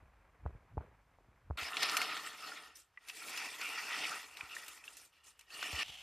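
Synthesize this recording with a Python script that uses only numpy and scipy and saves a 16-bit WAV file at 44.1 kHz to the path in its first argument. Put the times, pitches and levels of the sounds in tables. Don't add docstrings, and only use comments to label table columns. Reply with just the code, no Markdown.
import sys
import numpy as np
from scipy import signal
from scipy.fft import rfft, irfft, next_fast_len
from scipy.io import wavfile

SR = 44100
rng = np.random.default_rng(int(sys.argv[2]) if len(sys.argv) > 2 else 0)


def wrap_up_sound(samples):
    columns = np.atleast_2d(samples).T
    tamed = np.clip(columns, -1, 1)
    steps = np.round(tamed * 32767).astype(np.int16)
    wavfile.write(sys.argv[1], SR, steps)


N = 265545
NEAR_S, TAIL_S = 1.572, 5.832
BRUSH_ATTACK_S, BRUSH_T60_S = 0.011, 0.17

# (frequency [Hz], width [Hz], gain [dB])
FIRST_BRANCH = [(1092, 210, -5.5), (1316, 234, 4), (1833, 130, 3.5), (2250, 800, -4.5), (2750, 370, -4),
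                (3430, 900, -5.5), (4350, 250, -7), (5090, 720, -9)]
SECOND_BRANCH = [(990, 370, -6), (1341, 270, 0), (1903, 255, 2.5), (2368, 330, 2), (2698, 280, 2),
                 (3360, 780, -6.5), (4350, 230, -12.5), (5110, 1300, -6.5)]
THIRD_BRANCH = [(1050, 420, -10.5), (1267, 260, -0.5), (1850, 170, 3.5), (2540, 620, 2), (2856, 250, 6),
                (3370, 460, -3), (4404, 760, -8), (5360, 570, -4)]
# (start [s], end [s], resonance table)
SWEEPS = [(1.5, 2.93, FIRST_BRANCH), (2.93, 4.3, SECOND_BRANCH), (4.3, 5.12, SECOND_BRANCH),
          (5.12, 5.9, THIRD_BRANCH)]
# (time [s], boom [dB], boom t60 [s], tick [dB], tick t60 [s], rustle [dB])
THUMPS = [(0.024, -53, 0.16, -87, 0.0064, -77.5), (0.4548, -28.5, 0.13, -25.5, 0.0039, -58.5),
          (0.55, -37, 0.049, -66, 0.003, -72), (0.7712, -26, 0.085, -29.5, 0.013, -58.5),
          (0.801, -36, .046, -38, 0.0039, -65), (1.091, -64, .1, -76, .004, -94),
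          (1.179, -64, .04, -48.5, 0.0048, -67.5), (1.285, -46, 0.046, -79, 0.003, -74),
          (1.5013, -27, 0.12, -26.5, 0.004, -66), (1.619, -44.5, 0.1, -88, .004, -85),
          (4.431, -47, 0.044, -72, 0.0051, -85), (5.731, -35.5, 0.12, -59, 0.0044, -85),
          (5.893, -49, .06, -51, 0.008, -85)]


def leaves(crackle_db, bright_db):
    out = np.zeros(N)
    for start_s, end_s, modes in SWEEPS:
        span = slice(int(start_s * SR), int(end_s * SR))
        out[span] = branch(modes, bright_db[span])
    return out * undb(crackle_db - 1.79)


def branch(modes, bright_db, skirt_db=-15, shift_db=3.82):
    count = len(bright_db)
    buckles = grains(rate_hz=1200, spread_db=11, t60_s=0.13, count=count)
    crackle, power = 0, 0
    for hz, width_hz, db in modes:
        folds = grains(rate_hz=320, spread_db=-3.5, t60_s=0.038, count=count)
        drive = np.hypot(buckles, folds) * noise(count) * undb(shift_db * wander(22.3, count))
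        gain = undb(db + 0.17 * (bright_db - 1) * np.log2(hz / 2200))
        skirt = undb(skirt_db) * band(drive, hz, width_hz, order=1)
        crackle += gain * (band(drive, hz, width_hz) + skirt)
        power += gain ** 2 * width_hz
    return unit(crackle / np.sqrt(power))


def handling(firm_db=-42, bright_per_db=0.65, slide_per_db=1.53):
    # (time [s], effort [dB])
    efforts = [
        [(1.59, -38.5), (1.73, -42.0), (1.83, -33.5), (2.03, -36.0), (2.07, -39.5), (2.18, -41), (2.36, -50.0),
         (2.49, -44), (2.68, -54.5), (2.88, -81.5)],
        [(2.96, -75), (3.08, -56.5), (3.14, -52.5), (3.38, -39), (3.58, -47.5), (3.62, -41.5), (3.8, -42.5),
         (4.05, -34.5), (4.17, -41.5), (4.27, -54.0)],
        [(4.33, -53.5), (4.42, -50), (4.49, -50.5), (4.57, -46.5), (4.8, -58), (4.88, -56), (5.03, -61.5),
         (5.11, -76)],
        [(5.13, -67), (5.22, -69.5), (5.28, -62), (5.35, -75), (5.41, -64), (5.47, -68), (5.54, -49.5),
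         (5.64, -41), (5.75, -38.5), (5.81, -37)],
    ]
    # (crackle [dB], brightness [dB], its drift [dB/s], patter [dB], slide [dB])
    yields = [(-1.5, 7.5, -3, -13.5, -6.5), (-1.5, 12, -10, -17, 0), (-2.5, -3.5, 13, -16.5, -5.5),
              (-1, 1.5, -1, -16.5, 0.5)]
    controls = np.full((4, N), -90.)
    for (start_s, end_s, _), pull, offsets in zip(SWEEPS, efforts, yields):
        crackle_db, bright_db, drift_db_per_s, patter_db, slide_db = offsets
        span = slice(int(start_s * SR), int(end_s * SR))
        effort_db = np.interp(np.arange(N) / SR, *np.transpose(pull))[span]
        extra_db = effort_db - firm_db
        t = np.arange(len(effort_db)) / SR
        controls[:, span] = (effort_db + crackle_db,
                             bright_db + drift_db_per_s * t + bright_per_db * extra_db,
                             effort_db + patter_db,
                             firm_db + slide_db + slide_per_db * extra_db)
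    return controls


def swish(level_db, shift_db=3.5, width_hz=1200):
    # (frequency [Hz], level [dB])
    spectrum = [(300, 0), (1200, -13), (3000, -1), (6000, -1.5), (7000, 0.5), (9300, 1), (10300, -4),
                (14500, -7.5)]
    contact = grains(rate_hz=530, spread_db=-10, t60_s=0.047)
    slide = 0
    for hz in np.arange(700, 15000, width_hz):
        ticks = grains(rate_hz=1100, spread_db=-12, t60_s=0.09)
        slide += band(np.hypot(contact, ticks) * noise(), hz, width_hz) * undb(shift_db * wander(45))
    return colour(slide, spectrum) * undb(level_db + 1)


def sliding_db(slide_db, limit_db=-52.5):
    # (time [s], level [dB], hold [s])
    brushes = [(1.894, -49.5, 0.052), (2.252, -54, 0.013), (2.75, -60.5, 0.037), (3.068, -58.5, 0.01),
               (3.147, -58, 0.12), (3.266, -52, 0.024), (4.542, -55, 0.028), (4.628, -60, 0.13),
               (4.833, -62.5, 0.1), (4.963, -61.5, 0.078), (5.233, -64, 0.054)]
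    drag = 1 / (undb(-slide_db) + undb(-limit_db))
    brush_power = sum((undb(db) * swell(s, BRUSH_ATTACK_S, hold_s, BRUSH_T60_S)) ** 2
                      for s, db, hold_s in brushes)
    return 10 * np.log10(drag ** 2 + brush_power)


def snaps(body_db=-3, shiver_db=-23, shiver_t60_s=0.28):
    # (time [s], peak [dB], pitch [Hz], crispness [dB], t60 [s])
    stalks = [(1.632, -30, 2620, -14, 0.036), (1.769, -23, 2780, -30, 0.029), (1.825, -25, 1780, -5, 0.031),
              (1.8308, -18, 3950, -10.5, 0.033), (1.896, -25.5, 4850, -17, .03),
              (1.9686, -18, 2700, -3, 0.01), (1.9733, -20, 2500, 0.5, .018), (2.016, -20, 2290, -9, 0.05),
              (2.168, -29, 2180, -24, 0.036), (2.574, -41.5, 2360, -16, 0.029),
              (3.085, -36.5, 2630, 1, 0.11), (3.097, -34.5, 2570, -24, 0.029),
              (3.284, -33.5, 2340, -14, 0.04), (3.3742, -30, 2700, -5, 0.044),
              (3.6128, -30, 2370, -17, 0.063), (4.37, -34, 2370, -10, 0.048), (4.681, -36, 2685, 4, 0.053),
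              (4.969, -41.5, 2330, 16, 0.066), (5.3928, -44.5, 2750, 1, 0.021),
              (5.41, -48, 2300, -2, 0.029), (5.6271, -27, 1480, -28, 0.029), (5.79, -32, 3070, -25, 0.15)]
    out, t = np.zeros(N + SR), np.arange(SR // 6) / SR
    shiver = undb(shiver_db - 60 * t / shiver_t60_s)
    for s, db, hz, crisp_db, t60_s in stalks:
        fibres, tear, grit = rng.standard_normal((3, len(t)))
        fibres[0] += 7
        fade = undb(-60 * t / t60_s)
        wood = unit(band(fibres * fade, hz, 0.15 * hz, order=1))
        body = undb(body_db) * unit(band(tear * (fade + shiver), 2500, 4000, order=3))
        crisp = undb(crisp_db - 1) * unit(band(grit * (fade + shiver), 7300, 9000))
        snap = band(wood, 1440, 8100) + body + crisp
        start = int(s * SR)
        out[start:start + len(t)] += undb(db) * snap / np.abs(snap).max()
    return out[:N]


def patter(patter_db):
    # (frequency [Hz], width [Hz], gain [dB])
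    modes = [(193, 66, -8), (310, 44, 0.5), (443.5, 44.5, 2), (609, 92, -2), (739, 98, 4), (880, 32, 1.5)]
    drops = grains(rate_hz=300, spread_db=-3, t60_s=0.032) * noise()
    heap = sum(undb(db) * band(drops, hz, width_hz, order=1) for hz, width_hz, db in modes)
    return unit(band(heap, 455, 1100)) * undb(patter_db - 1.18)


def knocks(crackle_db, strays=170, stray_t60_s=0.051, low_hz=1250, high_hz=5200):
    # (time [s], peak [dB], pitch [Hz], t60 [s])
    main_hits = [(1.621, -37.5, 1930, 0.015), (1.7325, -33, 2750, 0.022), (2.519, -36.5, 1396, 0.026),
                 (2.9738, -39.5, 1980, 0.035), (4.409, -30, 2460, 0.015), (4.566, -33.5, 1850, 0.019),
                 (4.8394, -43, 2580, 0.026), (4.8783, -35.5, 2750, 0.028), (5.5034, -43, 2670, 0.035)]
    hits = list(main_hits)
    for when, pitch, size in rng.random((strays, 3)):
        s = NEAR_S + when * (TAIL_S - NEAR_S)
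        db = crackle_db[int(s * SR)] - 1 + np.log(size + 0.092)
        hits.append((s, db, low_hz * (high_hz / low_hz) ** pitch, stray_t60_s))
    out = np.zeros(N + SR)
    for s, db, hz, t60_s in hits:
        ring, start = knock(hz, t60_s), int(s * SR)
        out[start:start + len(ring)] += undb(db) * ring
    return out[:N]


def knock(hz, t60_s, push_s=0.00025):
    # (frequency / pitch [ratio], gain [dB])
    modes = [(.6, -6.5), (0.999, 6.5), (1.199, -4.5), (1.37, -10)]
    t = np.arange(SR // 20) / SR
    ring = sum(undb(db) * np.sin(2 * np.pi * hz * ratio * t) for ratio, db in modes)
    ring *= undb(-60 * t / t60_s) * (1 - np.exp(-t / push_s)) ** 2
    ring = signal.sosfilt(signal.butter(3, 800, "high", fs=SR, output="sos"), ring)
    return ring / np.abs(ring).max()


def thumps(boom_hz=65.5, sag_hz=26.1, sag_s=0.013, attack_s=0.0035,
           ring_hz=430, ring_db=-5, tick_hz=846, tick_lag_s=0.00715):
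    out, t = np.zeros(N + SR), np.arange(SR // 3) / SR
    tick_t = np.maximum(t - tick_lag_s, 0)
    cycles = np.cumsum(boom_hz + sag_hz * np.exp(-t / sag_s)) / SR
    for s, db, t60_s, tick_db, tick_t60_s, _ in THUMPS:
        boom = -np.sin(2 * np.pi * cycles) * undb(-60 * t / t60_s) * (1 - np.exp(-t / attack_s))
        ring = np.sin(2 * np.pi * ring_hz * t) * undb(ring_db - 60 * t / tick_t60_s)
        tick = np.sin(2 * np.pi * tick_hz * tick_t) * undb(tick_db + 1.5 - 60 * tick_t / tick_t60_s)
        start = int(s * SR)
        out[start:start + len(t)] += undb(db) * (boom + ring) + tick
    return signal.sosfilt(signal.butter(6, 1550, fs=SR, output="sos"), out[:N])


def far_rustle(litter_db=-69, low_rustle_db=2, rumble_db=-70, shake_db=-22, lead_s=0.086,
               fade_db_per_s=4):
    # (frequency [Hz], level [dB])
    litter_spectrum = [(120, 5), (350, -6), (600, 0.5), (1000, 1), (1600, -2.5), (2400, -6.5),
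                       (3000, -20.5), (5000, -38), (9000, -36.5)]
    rumble_spectrum = [(20, -34), (45, -0.5), (70, -9.5), (120, -13.5), (200, -26.5), (400, -34),
                       (900, -79)]
    stir = sum(undb(db) * swell(s, attack_s=0.0061, hold_s=0, t60_s=0.41) for s, *_, db in THUMPS)
    shake = sum(undb(db) * swell(s - lead_s, lead_s, hold_s=0, t60_s=0.41) for s, db, *_ in THUMPS)
    crunch = grains(rate_hz=400, spread_db=5.5, t60_s=0.11) * noise()
    litter = colour(crunch, litter_spectrum) * np.hypot(undb(litter_db), stir)
    low_grains = grains(rate_hz=180, spread_db=3, t60_s=0.026) * noise()
    low_rustle = unit(band(low_grains, 280, 510)) * undb(low_rustle_db) * stir
    rumble = colour(noise(), rumble_spectrum) * np.hypot(undb(rumble_db), undb(shake_db) * shake)
    return (litter + low_rustle + rumble) * undb(-fade_db_per_s * np.arange(N) / SR)


def thin_rustle(rustle_db=-53.5, scrape_db=-52.5, scrape_s=5.85, hold_s=0.035):
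    # (frequency [Hz], level [dB])
    spectrum = [(100, -10), (380, -22), (730, -8.5), (1000, -12.5), (1600, -12.5), (2400, -4), (3100, 3.5),
                (4000, -8), (5000, -11), (9000, -17.5), (14000, -25)]
    scrape = undb(scrape_db) * swell(scrape_s, BRUSH_ATTACK_S, hold_s, BRUSH_T60_S)
    ticks = grains(rate_hz=800, spread_db=-3.5, t60_s=0.05) * noise()
    return colour(ticks, spectrum) * np.hypot(undb(rustle_db), scrape)


def still_air(level_db=-77):
    # (frequency [Hz], level [dB])
    spectrum = [(20, -13), (60, 5), (130, -9), (220, -16.5), (1000, -9.5), (2500, -16), (4000, -22.5),
                (8000, -28), (14000, -31.5)]
    return colour(noise(), spectrum) * undb(level_db)


def stereo_ports(x, spread):
    scatter = unit(band(noise(), 260, 300))
    side = signal.sosfilt(signal.ellip(6, 1, 60, 5500, "high", fs=SR, output="sos"), x * scatter)
    return x + spread * side * np.array([[1], [-1]])


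def grains(rate_hz, spread_db, t60_s, count=N):
    size = undb(spread_db * np.minimum(rng.exponential(size=count), 3))
    power = (rng.random(count) < rate_hz / SR) * size ** 2
    pole = np.exp(-2 * np.log(1000) / (t60_s * SR))
    return unit(np.sqrt(signal.lfilter([1], [1, -pole], power) + 1e-12))


def swell(start_s, attack_s, hold_s, t60_s):
    t = np.arange(N) / SR - start_s
    return np.clip(t / attack_s, 0, 1) * undb(-60 * np.maximum(t - attack_s - hold_s, 0) / t60_s)


def after(s):
    return np.clip((np.arange(N) / SR - s) / 0.002, 0, 1)


def wander(rate_hz, count=N):
    return np.interp(np.arange(count) / SR * rate_hz, np.arange(1024), noise(1024))


def colour(x, spectrum):
    hz, db = np.transpose(spectrum)
    size = next_fast_len(N)
    bins_hz = np.maximum(np.fft.rfftfreq(size, 1 / SR), 1)
    gain = undb(np.interp(np.log(bins_hz), np.log(hz), db))
    return unit(irfft(rfft(x, size) * gain, size)[:N])


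def band(x, hz, width_hz, order=2):
    low_hz = np.hypot(hz, width_hz / 2) - width_hz / 2
    high_hz = min(low_hz + width_hz, SR / 2 - 1)
    return signal.sosfilt(signal.butter(order, [low_hz, high_hz], "band", fs=SR, output="sos"), x)


def noise(count=N):
    return rng.standard_normal(count)


def undb(db):
    return 10 ** (np.asarray(db) / 20)


def unit(x):
    return x / np.sqrt(np.mean(x ** 2))


def scene():
    crackle_db, bright_db, patter_db, slide_db = handling()
    near, tail = after(NEAR_S), after(TAIL_S)
    picking = leaves(crackle_db, bright_db) + swish(sliding_db(slide_db)) + patter(patter_db)
    air = still_air()
    rustle = (1 - near) * far_rustle() + near * (1 - tail) * picking + tail * thin_rustle()
    return stereo_ports(rustle + snaps() + knocks(crackle_db) + thumps() + air, spread=0.48)


def record(dry, low_hz=36, top_hz=14350):
    lean = signal.sosfilt(signal.butter(2, low_hz, "high", fs=SR, output="sos"), dry)
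    return signal.sosfilt(signal.ellip(10, 0.2, 70, top_hz, fs=SR, output="sos"), lean)


dry = scene()
out = record(dry)
wrap_up_sound(out)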